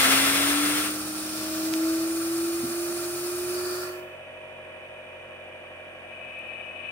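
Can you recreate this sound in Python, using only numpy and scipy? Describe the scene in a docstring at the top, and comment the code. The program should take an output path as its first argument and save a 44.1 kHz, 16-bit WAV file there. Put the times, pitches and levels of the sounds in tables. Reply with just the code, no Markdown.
"""A small steel disc turbine runs on compressed air on a workbench, close to a stereo microphone.
A blast of air eases to a steady hiss while the rotor speeds up, its discs chopping the air into a whine.
At about four seconds the valve closes with a hoarse note; the rotor coasts on, its ball bearings
droning, until it works loose and they chatter against the housing. In the background are three brief
ticks and one soft bump on the wooden bench."""
import sys
import numpy as np
from scipy import signal
from scipy.fft import rfft, irfft
from scipy.io import wavfile

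SR = 44100
rng = np.random.default_rng(int(sys.argv[2]) if len(sys.argv) > 2 else 0)


def generate_wav(sig):
    """Save sig (samples, or channels by samples) to the path in sys.argv[1] as 16-bit PCM at SR."""
    pcm = np.round(np.clip(np.atleast_2d(sig).T, -1, 1) * 32767).astype(np.int16)
    wavfile.write(sys.argv[1], SR, pcm)


N = 304731
TIME, FREQS = np.arange(N) / SR, np.fft.rfftfreq(N, 1 / SR)
BLAST_END_S, CLOSING_S, SHUT_S = 0.865, 3.356, 4.149
START_SPEED = 32.964  # turns/s
BALL_PASSES, CAGE_SWINGS = 5.28, 0.28  # per turn of the rotor


def rotor_speed(blast_push=3.417, jet_push=2.884, friction=0.398):
    """Speed in turns/s: blast and jet push the rotor against a little friction (each in turns/s^2)."""
    push = blast_push * (TIME < BLAST_END_S) + jet_push * opening() - friction
    return START_SPEED + np.cumsum(push) / SR


def looseness(start_s=5.3, over_s=1):
    """0 while the rotor runs true, 1 once it has worked loose in its bearings."""
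    return np.clip((TIME - start_s) / over_s, 0, 1)


# Case, bench and room resonances at the microphone: f/Hz, width/Hz, lift/dB, left minus right/dB
WHINE_MODES = [(269.2, 15.7, 8.9, 0.7), (291.5, 26.9, 14.9, 2.7), (311.5, 8, -2.8, 0),
               (324.4, 12.5, 14.1, 0.2), (335.9, 10.7, 9.3, 0.3), (344.6, 8.3, 5.2, -2.7),
               (359.7, 14, 14.7, -2.2)]
def whine(turns, speed, base_db=-43.5, waver_db=0.67, left_lead_rad=0.19):
    """The discs chop the air eight times a turn; the tone swells in resonances, fades with the valve."""
    phase, pitch = 2 * np.pi * 8 * turns, 8 * speed
    lift_db = [lift([(hz, width, db + side * lean) for hz, width, db, lean in WHINE_MODES], pitch)
               for side in (.5, -.5)]
    level_db = base_db + np.array(lift_db) + waver_db * drift(48)
    return opening() * amp(level_db) * np.sqrt(2) * np.sin([phase + left_lead_rad, phase])


# Shaft and bearing tones: multiple of rotor speed, base level/dB when driven, coasting, loose
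BEARING_TONES = [(1.0, -83.5, -74.0, -74.0), (2.0, -59.5, -61.0, -62.0), (3.0, -62.0, -67.5, -69.5),
                 (4.0, -71.5, -73.0, -72.5), (5.28, -64.5, -69.5, -66.0), (6.28, -75.0, -73.0, -71.5),
                 (7.28, -64.5, -77.0, -73.0), (8.0, -68.0, -66.5, -70.0), (8.28, -72.5, -69.0, -85.5),
                 (8.56, -72.0, -69.0, -67.0), (8.84, -74.0, -69.5, -76.5), (9.28, -63.5, -71.5, -74.5),
                 (9.56, -63.0, -86.0, -72.0), (10.56, -65.5, -60.0, -64.5), (11.56, -66.0, -55.0, -58.0),
                 (11.84, -69.5, -60.0, -62.5), (12.12, -78.0, -67.5, -77.0), (12.56, -65.0, -56.0, -60.5),
                 (12.84, -61.5, -67.0, -67.0), (13.12, -76.0, -77.5, -82.0), (13.56, -62.5, -64.0, -61.5),
                 (13.84, -59.0, -57.5, -57.0), (14.12, -69.0, -80.5, -69.5), (14.56, -64.5, -68.5, -70.5),
                 (14.84, -77.0, -64.5, -59.5), (15.12, -72.5, -77.0, -80.0), (15.84, -62.5, -63.5, -64.0),
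                 (16.12, -79.5, -85.5, -66.0), (16.56, -78.0, -71.0, -67.0), (16.84, -65.5, -67.5, -64.5),
                 (17.84, -62.5, -73.0, -70.5), (18.12, -77.0, -69.5, -67.5), (18.56, -78.0, -77.0, -68.5),
                 (19.12, -77.5, -71.5, -72.5), (19.84, -78.5, -68.5, -74.0), (20.84, -77.5, -69.5, -67.0),
                 (21.12, -66.0, -64.5, -75.5), (21.4, -79.0, -68.5, -88.0), (21.84, -76.5, -72.0, -73.0),
                 (22.4, -74.5, -71.5, -72.5), (24.4, -80.0, -73.0, -83.0), (25.12, -73.5, -75.0, -76.0),
                 (29.85, -73.5, -71.0, -71.0), (35.96, -71.0, -69.0, -68.5), (36.96, -75.5, -63.0, -62.0),
                 (37.96, -67.5, -67.5, -66.5), (39.59, -76.0, -66.5, -63.5), (42.23, -68.5, -65.0, -62.5),
                 (45.3, -80.0, -65.0, -66.0), (52.79, -72.5, -67.5, -63.5), (53.01, -75.5, -60.0, -58.0),
                 (54.01, -73.5, -63.5, -62.0), (55.01, -69.5, -56.5, -52.5), (65.75, -81.0, -62.0, -63.0)]
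# Resonances of the turbine on its mount: f/Hz, width/Hz, lift/dB
MOUNT_MODES = [(204, 26, 14.5), (325, 60, 5), (631, 32, 12)]
# Spells when one tone sings out: multiple of rotor speed, start t/s, end t/s, rise/dB
TONE_SPELLS = [(5.28, 1.4, 2.0, 2.5), (15.84, 1.28, 1.7, 8.5), (15.84, 1.75, 2.05, 7.5),
               (14.56, 2.72, 3.03, 6)]
def drone(turns, speed, blast_db=3.5, closing_db=3, chug_db=1.0, waver_db=0.97, left_db=0.5):
    """Shaft and bearing tones glide through the mount's resonances; the high ones chug with the cage."""
    out, driven, loose = np.zeros((2, N)), opening(), looseness()
    boost_db = blast_db * blast_gate() + closing_db * np.sin(np.pi * driven)
    for order, driven_db, coasting_db, loose_db in BEARING_TONES:
        phase = 2 * np.pi * (order * turns + rng.random())
        phase += 0.046 * np.sqrt(order) * drift(6.9)  # slip
        db = coasting_db + driven * (driven_db - coasting_db) + loose * (loose_db - coasting_db)
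        db += boost_db + lift(MOUNT_MODES, order * speed) + waver_db * drift(5.8)
        db += sum(rise * swell(start, end, attack_s=0.15, release_s=0.31)
                  for tone, start, end, rise in TONE_SPELLS if tone == order)
        db += chug_db * (order > 10) * (1 - driven) * np.cos(2 * np.pi * CAGE_SWINGS * turns)
        offset = 0.38 * rng.standard_normal() * order / 20  # higher tones reach the two sides less alike
        out += amp(db) * np.sqrt(2) * np.sin([phase + offset, phase - offset])
    return out * amp([[left_db / 2], [-left_db / 2]])


def race(turns, fresh, count=4, size=1024):
    """The same rough tracks pass under the balls each turn, pressed by the cage, with some fresh grit."""
    tracks = rng.standard_normal((count, size))[:, (turns % 1 * size).astype(int)]
    cage_cycles = np.arange(count)[:, None] * CAGE_SWINGS * turns + rng.random((count, 1))
    roughness = (tracks * np.cos(2 * np.pi * cage_cycles)).sum(0)
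    return unit(unit(roughness) + fresh * rng.standard_normal(N))


# Spectrum of the rolling balls: f/Hz, level/dB
ROLLING_COLOUR = [(25, -15), (60, -12), (130, -2.5), (250, -5), (430, -4), (620, 8.5), (850, -3),
                  (1300, -2), (1750, 0.5), (2100, -4.5), (3000, -3.5), (4000, -24.5), (8000, -31),
                  (15500, -34.5)]
# Its resonances: f/Hz, width/Hz, lift/dB
ROLLING_MODES = [(337, 80, 8.8), (980, 70, 2.1), (1097, 58, 6.7), (2070, 27, 3.5), (1330, 120, 2),
                 (2480, 210, 3.6), (3600, 240, 5.5), (6050, 250, 5.9), (9020, 1600, 11.7), (9000, 250, 4.3),
                 (11800, 450, 3)]
# Its image at the microphone: f/Hz, left minus right/dB; and f/Hz, side minus mid/dB
ROLLING_BALANCE = [(60, -5), (110, -6), (200, 8.5), (380, -3), (700, 2.5), (1290, -1.5), (2380, -5.5),
                   (4400, 7.5), (8120, -3.5), (15000, -1)]
ROLLING_SIDE = [(60, -18), (110, -3), (200, -10), (380, -4.5), (700, 2), (1290, -7.5), (2380, 7), (4400, 1),
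                (8120, -2.5), (15000, -1)]
def rolling(turns, coasting_db=-46, load_db=1.5):
    """The balls roll grittily, pulsing faintly twice a turn and with each ball, louder under load."""
    pulses = 1 + .08 * np.cos(2 * np.pi * 2 * turns) + .12 * np.cos(2 * np.pi * BALL_PASSES * turns)
    grit = pulses * np.array([race(turns, fresh=1.56) for _ in range(2)])
    colour_db = read(ROLLING_COLOUR) + lift(ROLLING_MODES, FREQS)
    load = np.clip(opening() + 0.32 * looseness(), 0, 1)  # first the air, later the loose rotor
    return amp(coasting_db + load_db * load) * stereo_noise(colour_db, ROLLING_BALANCE, ROLLING_SIDE, grit)


def knocks(turns, jitter_turns=0.0012, uneven_db=1.7, grit=2.3):
    """The rotor strikes once a turn over the grit of the race, and throbs with the cage."""
    whole_turns = np.arange(1, turns[-1] - 1)
    late, size = rng.standard_normal((len(whole_turns), 2)).T
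    onsets = np.searchsorted(turns, whole_turns + jitter_turns * late)
    strikes = np.bincount(onsets, amp(uneven_db * size), N)
    throb = 1 + 0.097 * np.cos(2 * np.pi * CAGE_SWINGS * turns)
    return (unit(strikes) + grit * race(turns, fresh=1.0)) * throb


# Resonances of the steel housing: f/Hz, width/Hz, level/dB
HOUSING_MODES = [(1113, 90, -16.5), (1790, 150, -19), (2360, 65, 2), (2428, 41, 2), (2560, 34, 6.5),
                 (2923, 88, -5.5), (3540, 350, -27), (4170, 110, -34), (8600, 480, -37.5)]
# Bouts of chatter: start t/s, end t/s, left bearing level/dB, right bearing level/dB
CHATTER_BOUTS = [(3.25, 3.602, -69, -48.5), (3.75, 5.9, -54, -54), (5.97, 6.91, -40.5, -49.5),
                 (6.144, 6.417, -45, -46), (6.31, 6.624, -37, -55), (6.684, 6.91, -33, -46)]
def chatter(turns, spill=0.084):
    """Each bearing's knocks ring the housing on its own side of the microphone and spill to the other."""
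    power = sum((amp([[left_db], [right_db]]) * swell(start, end, attack_s=0.2, release_s=0.1)) ** 2
                for start, end, left_db, right_db in CHATTER_BOUTS)
    sides = np.array([force * ring(knocks(turns), HOUSING_MODES) for force in np.sqrt(power)])
    return sides + spill * sides[::-1]


def blast_gate(release_s=0.059):
    """1 while the first blast blows, then a quick release."""
    return np.exp(-np.maximum(TIME - BLAST_END_S, 0) / release_s)


def opening():
    """The valve: 1 wide open, turned steadily down to 0."""
    return np.clip((SHUT_S - TIME) / (SHUT_S - CLOSING_S), 0, 1)


def pinch(start_s=3.875, fall_db_per_s=150, knee_s=0.06, room_db=-14, room_db_per_s=70):
    """Full flow until the valve bites, then a rounded knee into a fall, with a faint tail in the room."""
    late = knee_s * np.logaddexp(0, (TIME - start_s) / knee_s)
    return np.maximum(amp(-fall_db_per_s * late), amp(room_db - room_db_per_s * late))


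# Spectrum of the blast, close up: f/Hz, level/dB
BLAST_COLOUR = [(60, -4), (200, -11.5), (500, -4), (900, -6), (1200, -4), (1700, -1), (2200, -3.5),
                (3300, -5), (4300, -10), (7000, -12), (9000, -8.5), (11000, -8), (12000, -12.5),
                (15000, -14)]
# Pipe resonances: f/Hz, width/Hz, lift/dB
BLAST_PIPES = [(1108, 50, 6), (1264, 50, 6), (1354, 64, 8.5), (1800, 55, 1), (2056, 65, 7.5),
               (2204, 60, 5.5), (2495, 40, 6), (2685, 55, 5.5), (2790, 50, 2.5), (3050, 200, -0.5),
               (3290, 90, 3), (3420, 70, 6), (3570, 70, 4), (3960, 80, 4.5), (5400, 290, 3.5),
               (8620, 200, 5), (9100, 250, 1), (9550, 300, 7.5), (10660, 260, -11), (11700, 350, -6.5),
               (14700, 300, 7)]
# Its image at the microphone: f/Hz, left minus right/dB; and f/Hz, side minus mid/dB
BLAST_BALANCE = [(60, 6), (110, -11), (200, 16.5), (380, -6.5), (700, 3), (1290, 5), (2380, 4.5),
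                 (4400, 2.5), (8120, 2.5), (15000, -1.5)]
BLAST_SIDE = [(60, -2), (110, -17), (200, -7), (380, -3), (700, -4.5), (1290, -3), (2380, -0.5), (4400, 5),
              (8120, 1), (15000, -3.5)]
def blast(level_db=-19, hold_s=0.15, sag_db_per_s=14, low_cut_hz=110):
    """The first rush of air: turbulence coloured by the pipes, sagging as the pressure drops."""
    low_cut_db = -10 * np.log10(1 + (low_cut_hz / (FREQS + 1)) ** 4)
    colour_db = read(BLAST_COLOUR) + lift(BLAST_PIPES, FREQS) + low_cut_db
    noise = stereo_noise(colour_db, BLAST_BALANCE, BLAST_SIDE, rng.standard_normal((2, N)))
    return amp(level_db - sag_db_per_s * np.maximum(TIME - hold_s, 0)) * blast_gate() * noise


# Spectrum of the jet, close up: f/Hz, level/dB
JET_COLOUR = [(30, -22), (70, 1.5), (130, -6), (350, 11.5), (480, -.5), (660, 6), (780, 3.5), (1000, -1),
              (1200, 8), (1400, 5), (1750, 1.5), (2000, -4.5), (3200, -6), (5000, 2), (7000, -1.5),
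              (9000, 3.5), (11500, -2.5), (15000, -1.5)]
# Resonances of pipes and case: f/Hz, width/Hz, lift/dB
JET_PIPES = [(129, 18, 17.5), (1144, 52, 4), (1360, 50, 9), (1516, 31, 3.5), (2422, 62, 14),
             (2577, 38, 9.5), (2920, 32, 2), (4480, 220, 1), (5800, 400, -1), (6820, 160, 3.5),
             (12600, 300, 0), (13600, 900, 2.5), (14600, 500, 2.5)]
# Its image at the microphone: f/Hz, left minus right/dB; and f/Hz, side minus mid/dB
JET_BALANCE = [(60, -4), (110, -1), (200, 0), (380, 0), (700, 4), (1290, 0), (2380, 6), (4400, 3.5),
               (8120, -2), (15000, 0.5)]
JET_SIDE = [(60, -4), (110, -17), (200, -5), (380, -17), (700, -25), (1290, -1), (2380, -5), (4400, 4),
            (8120, 1), (15000, 0)]
def jet(steady_db=-35, blast_db=4, surge_db=2, fizz_hz=11500):
    """The turbulent jet swells a little with the supply; as the valve narrows, it thins to a fizz."""
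    surge = swell(1.34, 1.68, attack_s=0.18, release_s=0.57)
    level = amp(steady_db + blast_db * blast_gate() + surge_db * surge)
    colour_db = read(JET_COLOUR) + lift(JET_PIPES, FREQS)
    noise = stereo_noise(colour_db, JET_BALANCE, JET_SIDE, rng.standard_normal((2, N)))
    fizz = irfft(rfft(noise) * (FREQS > fizz_hz), N)
    return level * (pinch() * (noise - fizz) + pinch(start_s=3.865, fall_db_per_s=105) * fizz)


# Bright bands in the jet after the blast: starting f/Hz, fall/(Hz/s), half width/Hz, level/dB
EDGE_BANDS = [(5640, 290, 240, -46.5), (3950, 200, 1400, -43)]
def jet_edge(start_s=0.7, end_s=1.44):
    """Bands of bright hiss sink in pitch and fade as the jet settles."""
    bands = sum(amp(db) * band(hz - fall * (TIME - start_s), width, channels=2)
                for hz, fall, width, db in EDGE_BANDS)
    return swell(start_s, end_s, attack_s=0.71, release_s=0.55) * bands


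# Spells of nozzle whistle: start t/s, end t/s, f/Hz at the starting speed, half width/Hz, level/dB
WHISTLES = [(0.05, 0.75, 9090, 270, -36), (0.9, 1.32, 9150, 230, -42.5), (1.82, 3.56, 9230, 240, -45.5),
            (1.63, 3.4, 8700, 130, -52), (2.0, 3.4, 10440, 150, -54)]
def whistle(speed, shared=0.65):
    """Breathy bands of turbulence at the nozzle creep up in pitch as the rotor gains speed."""
    out = np.zeros((2, N))
    rise_hz = 32.7 * (speed - START_SPEED)
    for start, end, hz, width, db in WHISTLES:
        noise = band(hz + rise_hz, width, channels=3)
        stereo = unit(shared * noise[2] + (1 - shared) * noise[:2])
        out += amp(db) * swell(start, end, attack_s=0.3, release_s=0.25) * stereo
    return out * pinch()


# Resonances of the closing valve, and of its shrill upper band: f/Hz, width/Hz, level/dB
VALVE_MODES = [(1130, 180, 0), (1390, 81, 7.5), (1740, 90, 3)]
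SHRILL_MODES = [(4660, 300, 0), (4720, 700, -3)]
def valve(level_db=-42.5):
    """The closing valve sings hoarsely; its shrill upper band dies with the jet."""
    sing = ring(rng.standard_normal((2, N)), VALVE_MODES)
    shrill = pinch() * ring(rng.standard_normal((2, N)), SHRILL_MODES)
    return amp(level_db) * swell(3.5, 3.895, attack_s=0.08, release_s=0.13) * (sing + shrill)


# Sharp ticks, right of centre: t/s, level/dB, right minus left/dB, starting f/Hz, final f/Hz
TICKS = [(1.7377, -23.4, 12, 10000, 1100), (6.389, -53, 6, 14000, 7000), (6.475, -58, 6, 14000, 7000)]
def ticks(length_s=0.0015):
    """Each tick is a very brief chirp, falling from the high treble."""
    out, t = np.zeros((2, N)), np.arange(int(length_s * SR)) / SR
    for at_s, db, right_db, start_hz, end_hz in TICKS:
        pitch = start_hz * (end_hz / start_hz) ** (t / length_s)
        chirp = np.sin(2 * np.pi * np.cumsum(pitch) / SR) * signal.windows.tukey(len(t), .2)
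        start = round(at_s * SR)
        out[:, start:start + len(t)] += amp([[db - right_db / 2], [db + right_db / 2]]) * chirp
    return out


# Modes of the bench under the turbine: f/Hz, level/dB, t60/s
BENCH_MODES = [(125, 2, 0.082), (165, -10, 0.19), (240.5, -7, 0.33), (253, 9, 0.11)]
def bump(at_s=2.628, gain_db=-24, rise_s=0.026):
    """A soft push rings the wooden bench."""
    t = np.maximum(TIME - at_s, 0)
    modes = sum(amp(db - 60 * t / t60) * np.sin(2 * np.pi * hz * t) for hz, db, t60 in BENCH_MODES)
    return amp(gain_db) * (1 - np.exp(-t / rise_s)) * modes


def stereo_noise(colour_db, balance, side, source, port_delay_s=4 / SR):
    """Gives two channels of white noise a colour and a stereo image at the microphone."""
    mid, diffuse = rfft(source) * amp(colour_db)
    # sound reaches the left port first, which turns the side signal a quarter cycle
    lead = np.pi / 2 * np.sign(np.sin(2 * np.pi * FREQS * port_delay_s))
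    # near reflections scatter that phase from pitch to pitch; the room adds a diffuse part
    knots_hz = np.arange(0, SR / 2, 150)
    scatter = np.interp(FREQS, knots_hz, rng.standard_normal(len(knots_hz)))
    wide = amp(read(side)) * (.84 * diffuse + .54 * mid * np.exp(1j * (lead + scatter)))
    lean = amp(read(balance) / 2)
    return unit(irfft(np.array([(mid + wide) * lean, (mid - wide) / lean]), N))


def band(pitch, width_hz, channels):
    """Narrow noise that follows a pitch curve, unrelated in each channel."""
    noise = rng.standard_normal((channels, N)) + 1j * rng.standard_normal((channels, N))
    wobble = signal.sosfilt(signal.butter(2, width_hz, fs=SR, output="sos"), noise)
    return unit((wobble * np.exp(2j * np.pi * np.cumsum(pitch) / SR)).real)


def ring(x, modes):
    """Passes x through a bank of steep-sided resonances; the result has an rms of one."""
    response = sum(amp(db) / (1 + 1j * (FREQS - hz) / width) ** 3 for hz, width, db in modes)
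    return unit(irfft(rfft(x) * response, N))


def lift(modes, hz):
    """The dB that resonances add at the given frequencies."""
    return sum(db / (1 + (2 * (hz - centre) / width) ** 2) for centre, width, db in modes)


def read(points):
    """A spectrum table interpolated to every frequency."""
    hz, value = np.transpose(points)
    return np.interp(np.log(FREQS + 1), np.log(hz + 1), value)


def swell(start, end, attack_s, release_s):
    """An envelope that rises in a straight line, holds until the end, then dies away."""
    return np.clip((TIME - start) / attack_s, 0, 1) * np.exp(-np.maximum(TIME - end, 0) / release_s)


def drift(rate):
    """A smooth random wander of rms one, with about rate new values a second."""
    knots = np.arange(0, TIME[-1] + 1, 1 / 200)
    lowpass = signal.butter(2, rate / 2, fs=200, output="sos")
    slow = signal.sosfilt(lowpass, rng.standard_normal(len(knots)))
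    return np.interp(TIME + 1, knots, unit(slow))


def amp(db):
    """Decibels to gain."""
    return 10 ** (np.asarray(db) / 20)


def unit(x):
    """Scales to an rms of one."""
    return x / np.sqrt(np.mean(x ** 2) + 1e-20)


def scene(flutter_db=0.65):
    """At the bench: the air supply sets the rotor's speed, and that speed drives every turning part."""
    speed = rotor_speed()
    turns = np.cumsum(speed) / SR
    rotor = whine(turns, speed) + drone(turns, speed) + rolling(turns) + chatter(turns)
    air = (blast() + jet() + jet_edge() + valve()) * amp(flutter_db * drift(29.5))
    return rotor + air + whistle(speed) + ticks() + bump()


def record(dry):
    """The recorder behind the close microphone cuts off at 15.8 kHz."""
    lowpass = signal.firwin(801, 15800, window=("kaiser", 9), fs=SR)
    return signal.oaconvolve(dry, lowpass[None], "same")


dry = scene()
out = record(dry)
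generate_wav(out)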